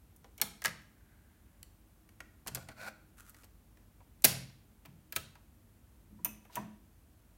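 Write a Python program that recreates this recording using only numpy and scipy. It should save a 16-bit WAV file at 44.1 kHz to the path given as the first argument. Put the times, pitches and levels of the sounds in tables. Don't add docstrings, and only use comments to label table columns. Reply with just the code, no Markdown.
import sys
import numpy as np
from scipy import signal
from scipy.fft import rfft, irfft, next_fast_len
from scipy.io import wavfile
from scipy.ndimage import map_coordinates

SR = 44100
rng = np.random.default_rng(int(sys.argv[2]) if len(sys.argv) > 2 else 0)


def log_audio(samples):
    frames = np.atleast_2d(samples).T
    limited = np.clip(frames, -1, 1)
    pcm = np.round(limited * 32767).astype(np.int16)
    wavfile.write(sys.argv[1], SR, pcm)


N = 325017
TOP_HZ = 16000
STEEL_RING_WET_DB = -19


def transport():
    # t/s, level/dB, brightness/(dB/octave)
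    hits = [(3.7719, -57.5, -7), (4.005, -53, -12.5), (4.2215, -47, 1.5), (4.2405, -25, -3),
            (4.2442, -12, 0), (4.2465, -17.5, 2), (4.2488, -15.5, -1), (4.2512, -11.3, 1.8)]
    # f/Hz, level/dB
    colour = [(30, -28), (120, -5.5), (400, -10.5), (650, -9.5), (1200, -16), (2200, -6), (2900, -11),
              (5000, -6), (9000, -2.5), (12000, -2), (16000, -6)]
    # f/Hz, level/dB, t60/s
    modes = [(410, -29, .1), (630, -29, .07), (990, -29, .07), (1660, -28, .06), (2030, -25, .07),
             (2453, -20, .06), (3995, -16, .05), (5650, -21, .04), (6325, -20, .05), (11160, -17, .035),
             (11826, -9, .028), (14460, -13, .028)]
    snap = clicks(hits, colour, modes, crack_db=4.5, ring_db=2.5, damping=1.77, ring_growth=.14,
                  wet_db=-9, ring_wet_db=STEEL_RING_WET_DB, rebound_s=.0059, loss_db=14, duller_db=4.5)
    return snap + thumps(hits, share_db=-19, centre_hz=145, lag_s=.0011)


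def eject_key():
    # t/s, level/dB, brightness/(dB/octave)
    hits = [(.1626, -55, 14), (.2434, -51.5, -6.5), (.3788, -47, 4), (.399, -47.5, -6), (.4148, -21, 5.5)]
    # f/Hz, level/dB
    colour = [(120, -39), (200, -11.5), (1770, -10), (1980, -14), (2290, -2), (2700, -14), (2960, -4.5),
              (4860, -13), (5630, -7), (12400, -9.5), (16000, -12)]
    # f/Hz, level/dB, t60/s
    modes = [(1460, -22, 0.046), (1748, -17.5, .04), (2220, -10, 0.022), (2960, -10, 0.032),
             (4340, -16, 0.045), (5670, -13, .03), (6740, -8, .015), (9300, -11, 0.013), (12170, -8, 0.016)]
    snap = clicks(hits, colour, modes, crack_db=2, ring_db=8.5, damping=1.02, ring_growth=.35,
                  wet_db=-10, ring_wet_db=STEEL_RING_WET_DB, rebound_s=.0035, loss_db=7, duller_db=7)
    return snap + thumps(hits, share_db=-21.5, centre_hz=215, lag_s=.004)


def door():
    # t/s, level/dB, brightness/(dB/octave)
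    hits = [(.6195, -37.5, 0), (.6408, -33, 5), (.6478, -24, -1.5), (.6508, -28, -2), (.6568, -19.5, 1),
            (.819, -59, 1)]
    # f/Hz, level/dB
    colour = [(120, -48), (200, -29), (448, -15), (635, -9), (1300, -11.5), (1500, -12), (1680, 0),
              (2470, -11), (4680, -11), (5700, -9.5), (10500, -15), (11500, -13.5), (16000, -19)]
    # f/Hz, level/dB, t60/s
    modes = [(630, -15, 0.077), (1310, -5, 0.033), (1647, -1.5, 0.051), (1810, -14, 0.043),
             (2030, -6.5, 0.068), (3010, -15, 0.043)]
    clatter = clicks(hits, colour, modes, crack_db=.5, ring_db=-7, damping=1.47, ring_growth=.4,
                     wet_db=-14, ring_wet_db=-12.5, rebounds=3, rebound_s=.0113, loss_db=11,
                     duller_db=1.6)
    return clatter + thumps(hits, share_db=-16.5, centre_hz=183, lag_s=.014)


def latch():
    # t/s, level/dB, brightness/(dB/octave)
    hits = [(4.8513, -51, -3.5), (4.857, -49.5, 0.7), (5.1238, -34.5, 3), (5.156, -43, 1),
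            (5.162, -21.5, 2.5), (5.3538, -55, -2.5)]
    # f/Hz, level/dB
    colour = [(150, -35), (250, -10.5), (1280, -10.5), (1450, -4.5), (1670, -5.5), (2050, -8.5),
              (2400, -4.5), (2910, -10), (3710, -11), (10900, -13.5), (16000, -8)]
    # f/Hz, level/dB, t60/s
    modes = [(648, -19, 0.2), (1301, -16, 0.12), (1660, -13.5, 0.066), (2230, -25, 0.041), (2354, 0, 0.02),
             (3620, -19.5, 0.037)]
    clack = clicks(hits, colour, modes, crack_db=.5, ring_db=.3, damping=.91, ring_growth=.08,
                   wet_db=-12, ring_wet_db=-20, rebound_s=.0025, loss_db=11, duller_db=4)
    return clack + thumps(hits, share_db=-24.5, centre_hz=132, lag_s=.003)


def power_button():
    # t/s, level/dB, brightness/(dB/octave)
    hits = [(6.2473, -24, 3), (6.4508, -57, -6.5), (6.5553, -32, -1)]
    # f/Hz, level/dB
    colour = [(150, -22), (500, -13), (1000, -11), (1500, -10), (2600, -4), (3600, -10), (4600, -19.5),
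              (6200, -1.5), (7800, -9.5), (13500, 3.5), (16000, -6.5)]
    # f/Hz, level/dB, t60/s
    modes = [(2290, -22, .06), (2573, -16, 0.055), (2650, -25, 0.076), (6030, -18, 0.052),
             (9480, -15, 0.043), (13800, -9, 0.022)]
    # t/s, length/s, level/dB
    stroke = [(6.5, 0.056, -55.5)]
    # f/Hz, level/dB
    scrape_colour = [(600, 1), (1600, -2), (4500, -0.5), (8000, -6), (15000, -8)]
    click = clicks(hits, colour, modes, crack_db=0, ring_db=-.3, damping=.57, ring_growth=.82,
                   wet_db=-11, ring_wet_db=-5.5, rebound_s=.0042, loss_db=11, duller_db=4.5)
    return click + rubbing(stroke, scrape_colour, swell=.86, release_s=.045, slips_per_s=1200,
                           smooth=.73, wet_db=-2)


def cassette():
    # t/s, level/dB, brightness/(dB/octave)
    hits = [(2.463, -45, -6), (2.472, -34.5, 1.5), (2.4785, -36, 1.5), (2.5485, -30, 3), (2.571, -42, -6),
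            (2.687, -42, -4), (3.2953, -48.5, 11), (3.4337, -54, -2), (3.443, -54, 4)]
    # t/s, level/dB, brightness/(dB/octave)
    knocks = [(2.0902, -58, 0.5), (2.2042, -43, -3), (3.18, -61, 2), (3.345, -54.5, -2.5)]
    # f/Hz, level/dB
    colour = [(150, -9), (250, -9), (3120, -6.5), (3770, -12), (4410, -4.5), (5070, -7.5), (9010, -3.5),
              (10200, -11), (11700, -3), (16000, -15)]
    # f/Hz, level/dB, t60/s
    modes = [(667, -19.5, 0.027), (1440, -11, 0.023), (1926, -10.5, 0.022), (2190, -8, 0.017),
             (2760, -11.5, 0.014)]
    shell = clicks(hits, colour, modes, crack_db=2.5, ring_db=-4, damping=1.03, ring_growth=.11,
                   wet_db=-13.5, ring_wet_db=-11, rebound_s=.0061, loss_db=5.5, duller_db=3)
    reels = clicks(knocks, colour, modes, crack_db=1.5, ring_db=11, damping=1.13, ring_growth=.23,
                   wet_db=-13, ring_wet_db=-12.5, rebounds=0)
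    return shell + reels + thumps(hits, share_db=-16.5, centre_hz=145, lag_s=.003)


def panel():
    # t/s, level/dB, brightness/(dB/octave)
    hits = [(4.005, -63, -6), (4.857, -61.5, -3), (5.355, -59, -12), (6.188, -61, 3), (6.251, -43.5, -2),
            (6.4967, -56.5, 3), (6.5695, -33.5, -1)]
    # f/Hz, level/dB
    colour = [(150, -16.5), (400, -34), (650, -2), (800, -5), (1000, -0.5), (1250, -13.5), (1900, -11.5),
              (3500, -36.5), (12000, -47)]
    # f/Hz, level/dB, t60/s
    modes = [(660, -13, 0.098), (970, 0, 0.06)]
    knocks = clicks(hits, colour, modes, crack_db=-2, ring_db=1.5, damping=.75, ring_growth=.03,
                    wet_db=-8.5, ring_wet_db=-16.5, rebounds=2, rebound_s=.0041, loss_db=7.5,
                    duller_db=.3)
    return knocks + thumps(hits, share_db=-3, centre_hz=245, lag_s=.0081)


def door_stop():
    # t/s, level/dB, brightness/(dB/octave)
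    hits = [(1.6297, -42, 0)]
    # f/Hz, level/dB
    colour = [(400, -28), (1400, -12), (3000, -1), (5000, -5), (8500, -6.5), (12000, 0), (16000, -4)]
    # f/Hz, level/dB, t60/s
    modes = [(1990, -20, 0.036), (3090, -16, 0.027)]
    return clicks(hits, colour, modes, crack_db=6, ring_db=1.5, damping=3.3, ring_growth=0,
                  wet_db=-11.5, ring_wet_db=-13, rebounds=0)


def cassette_slide():
    # t/s, length/s, level/dB
    pulls = [(2.47, .16, -59.5), (2.67, 0.05, -58), (2.756, 0.13, -44.5)]
    # f/Hz, level/dB
    colour = [(200, -32), (400, -17.5), (630, 2.5), (750, -2.5), (1250, -10), (1440, 8), (1750, -8),
              (2450, -5.5), (3000, -19.5), (3700, -16), (4300, -10.5), (5000, -17), (15500, -23)]
    return rubbing(pulls, colour, swell=.73, release_s=.065, slips_per_s=1100, smooth=.97,
                   wet_db=-13, catch_db=1.5)


def hand():
    # t/s, level/dB, centre f/Hz
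    presses = [(1.6, -56, 150), (2.519, -41, 119), (2.687, -51, 200), (2.828, -50.5, 211),
               (4.868, -46.5, 152), (6.109, -49, 207), (6.196, -46, 234)]
    # t/s, length/s, level/dB
    rubs = [(3.17, 0.035, -56.5), (3.245, 0.05, -59.5), (3.335, 0.084, -64.5)]
    # f/Hz, level/dB
    colour = [(500, -11), (1000, -7), (1350, 7.5), (1700, -2), (2050, -4), (2800, -9.5), (4800, -11),
              (8000, -5), (11000, -5.5), (15500, -9.5)]
    grip = rubbing(rubs, colour, swell=.32, release_s=.08, slips_per_s=400, smooth=.7, wet_db=-9)
    return cabinet(presses) + grip


def damper():
    # t/s, length/s, level/dB
    glide = [(.93, 0.195, -74.5)]
    # f/Hz, level/dB
    colour = [(600, -18), (1200, -12), (1540, 3), (1850, -5.5), (2120, -5.5), (2700, -16), (6000, -28)]
    return rubbing(glide, colour, swell=.58, release_s=2.6, slips_per_s=1500, smooth=.97,
                   wet_db=-13, catch_db=2)


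def clicks(hits, colour, modes, crack_db, ring_db, damping, ring_growth, wet_db, ring_wet_db,
           rebounds=1, rebound_s=0, loss_db=0, duller_db=0):
    # f/Hz, t60/s
    part_decay = [(200, .09), (1000, 0.056), (3000, 0.041), (8000, 0.024), (15000, 0.022)]
    decay = [(hz, t60 / damping) for hz, t60 in part_decay]
    track, grid = np.zeros(N), np.linspace(0, TOP_HZ, 1024)
    rise = lambda hz: 1.2 / hz
    body = lambda hz: amp(along(colour, hz))
    hardest_db = max(db for _, db, _ in hits)
    for s, blow_db, brightness in hits:
        crack, tone = np.zeros((2, SR // 4))
        for k in range(rebounds + 1):
            db = blow_db - loss_db * np.sqrt(k)
            tilt = brightness - duller_db * np.sqrt(k)
            hardness = lambda hz: amp(tilt * np.log2(np.maximum(hz, 800) / 800))
            tilted_rms = rms(hardness(grid) * body(grid))
            makeup = rms(body(grid)) / tilted_rms
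            burst = dying_noise(lambda hz: hardness(hz) * body(hz) / tilted_rms, decay, rise)
            add(crack, k * rebound_s, amp(db + crack_db) * burst)
            ring_gain = makeup * amp(db + ring_db + ring_growth * (db - hardest_db))
            add(tone, k * rebound_s, ring_gain * ring(modes, hardness, rise))
        add(track, s, crack + tone)
        add(track, s, room(amp(wet_db) * crack + amp(ring_wet_db) * tone))
    return track


def thumps(hits, share_db, centre_hz, lag_s, firm_range_db=11, burst_s=.03):
    hardest_db = max(db for _, db, _ in hits)
    firm = [(s, db) for s, db, _ in hits if db > hardest_db - firm_range_db]
    leading = [(s, db) for s, db in firm if not any(0 < s - earlier < burst_s for earlier, _ in firm)]
    return cabinet([(s + lag_s, db + share_db, centre_hz) for s, db in leading])


def cabinet(pushes, width_octaves=.62):
    # f/Hz, level/dB, t60/s
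    modes = [(92.04, -4.5, 0.41), (130.8, -0.5, 0.43), (142, -5, .25), (172.9, -3, 0.22), (213.4, -2, 0.27),
             (260, -10, 0.16), (311.2, -4.5, 0.11)]
    track = np.zeros(N)
    rise = lambda hz: .65 / hz
    for s, db, centre_hz in pushes:
        reach = lambda hz: np.exp(-.5 * (np.log2((hz + 1) / centre_hz) / width_octaves) ** 2)
        rumble = dying_noise(lambda hz: unit(reach(hz)), [(100, .38), (500, .072)], rise, size=16384)
        boom = ring(modes, reach, rise, size=16384)
        add(track, s, amp(db - 4.5) * in_room(boom + amp(-6) * rumble, wet_db=-6))
    return track


def rubbing(strokes, colour, swell, release_s, slips_per_s, smooth, wet_db, catch_db=2.5):
    t = np.arange(N) / SR
    level = np.zeros(N)
    for s, length, db in strokes:
        speed = np.clip((t - s) / length, 0, 1) ** swell
        level += speed * amp(db - 60 * np.maximum(t - s - length, 0) / release_s)
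    slips = (rng.random(N) < slips_per_s / SR) * rng.standard_normal(N)
    hiss = rng.standard_normal(N)
    catching = map_coordinates(rng.standard_normal(4096), [t * 110], order=1)
    drive = (unit(slips) + smooth * hiss) * amp(catch_db * catching)
    scrape = unit(filtered(drive, lambda hz: amp(along(colour, hz))))
    return in_room(level * scrape, wet_db)[:N]


def ring(modes, gain, rise, size=8192, scatter_db=1.7):
    t = np.arange(size) / SR
    hz, db, t60 = np.transpose(modes)[:, :, None]
    strength = gain(hz) * amp(db + scatter_db * rng.standard_normal(hz.shape))
    return np.sum(strength * np.sin(2 * np.pi * hz * t) * envelope(t, rise(hz), t60), axis=0)


def dying_noise(gain, decay, rise, size=6144):
    t, hz = np.arange(size) / SR, np.fft.rfftfreq(size, 1 / SR)
    centres = np.geomspace(120, 15000, 8)
    shares = np.array([np.interp(np.log(hz + 1), np.log(centres), row) for row in np.eye(len(centres))])
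    bands = irfft(rfft(rng.standard_normal(size)) * gain(hz) * shares)
    return np.sum(bands * envelope(t, rise(centres)[:, None], along(decay, centres)[:, None]), axis=0)


def envelope(t, rise_s, t60):
    return (1 - np.exp(-t / rise_s)) * amp(-60 * t / t60)


def amp(db):
    return 10 ** (np.asarray(db) / 20)


def rms(x):
    return np.sqrt(np.mean(x ** 2) + 1e-20)


def unit(x):
    return x / rms(x)


def along(points, hz):
    f, v = np.transpose(points)
    return np.interp(np.log(hz + 1), np.log(f + 1), v)


def filtered(x, response):
    m = next_fast_len(len(x) + SR // 8)
    return irfft(rfft(x, m) * response(np.fft.rfftfreq(m, 1 / SR)), m)[:len(x)]


def add(track, s, sound):
    start = round(s * SR)
    track[start:start + len(sound)] += sound[:len(track) - start]


def in_room(x, wet_db):
    out = amp(wet_db) * room(x)
    out[:len(x)] += x
    return out


def room(x, build_s=.0037):
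    # f/Hz, t60/s
    decay = [(120, .6), (500, 0.46), (2000, .5), (6000, 0.49), (10000, 0.24), (15000, 0.2)]
    colour = [(150, 3), (800, .5), (2000, .36), (7000, -.5), (15000, -1)]  # f/Hz, level/dB
    tail = dying_noise(lambda hz: amp(along(colour, hz)), decay, lambda hz: build_s + 0 * hz, size=24576)
    return signal.fftconvolve(x, tail / np.linalg.norm(tail))


def background(air_db=-63, low_cut_hz=33):
    # f/Hz, level/dB
    colour = [(15, -41.5), (25, -13.5), (58, -1), (99, -5), (123, -12), (241, -11.5), (276, -17.5),
              (316, -12.5), (371, -24), (403, -20.5), (437, -24), (691, -25.5), (4950, -39), (13800, -34.5),
              (15800, -36.5)]
    # f/Hz, level/dB
    tones = [(49, -69), (100, -74), (317, -85.5)]
    t = np.arange(N) / SR
    low_cut = lambda hz: hz ** 4 / (hz ** 4 + low_cut_hz ** 4)
    air = unit(filtered(rng.standard_normal(N), lambda hz: amp(along(colour, hz)) * low_cut(hz)))
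    hum = sum(amp(db) * np.sqrt(2) * np.sin(2 * np.pi * (hz * t + rng.random())) for hz, db in tones)
    return amp(air_db) * air + hum


def scene():
    mechanism = transport() + eject_key() + door() + latch() + power_button() + door_stop() + damper()
    handling = cassette() + cassette_slide() + panel() + hand()
    return (mechanism + handling + background())[None]


def record(dry):
    return filtered(dry[0], lambda hz: 1 / np.sqrt(1 + (hz / TOP_HZ) ** 200))[None]


dry = scene()
out = record(dry)
log_audio(out)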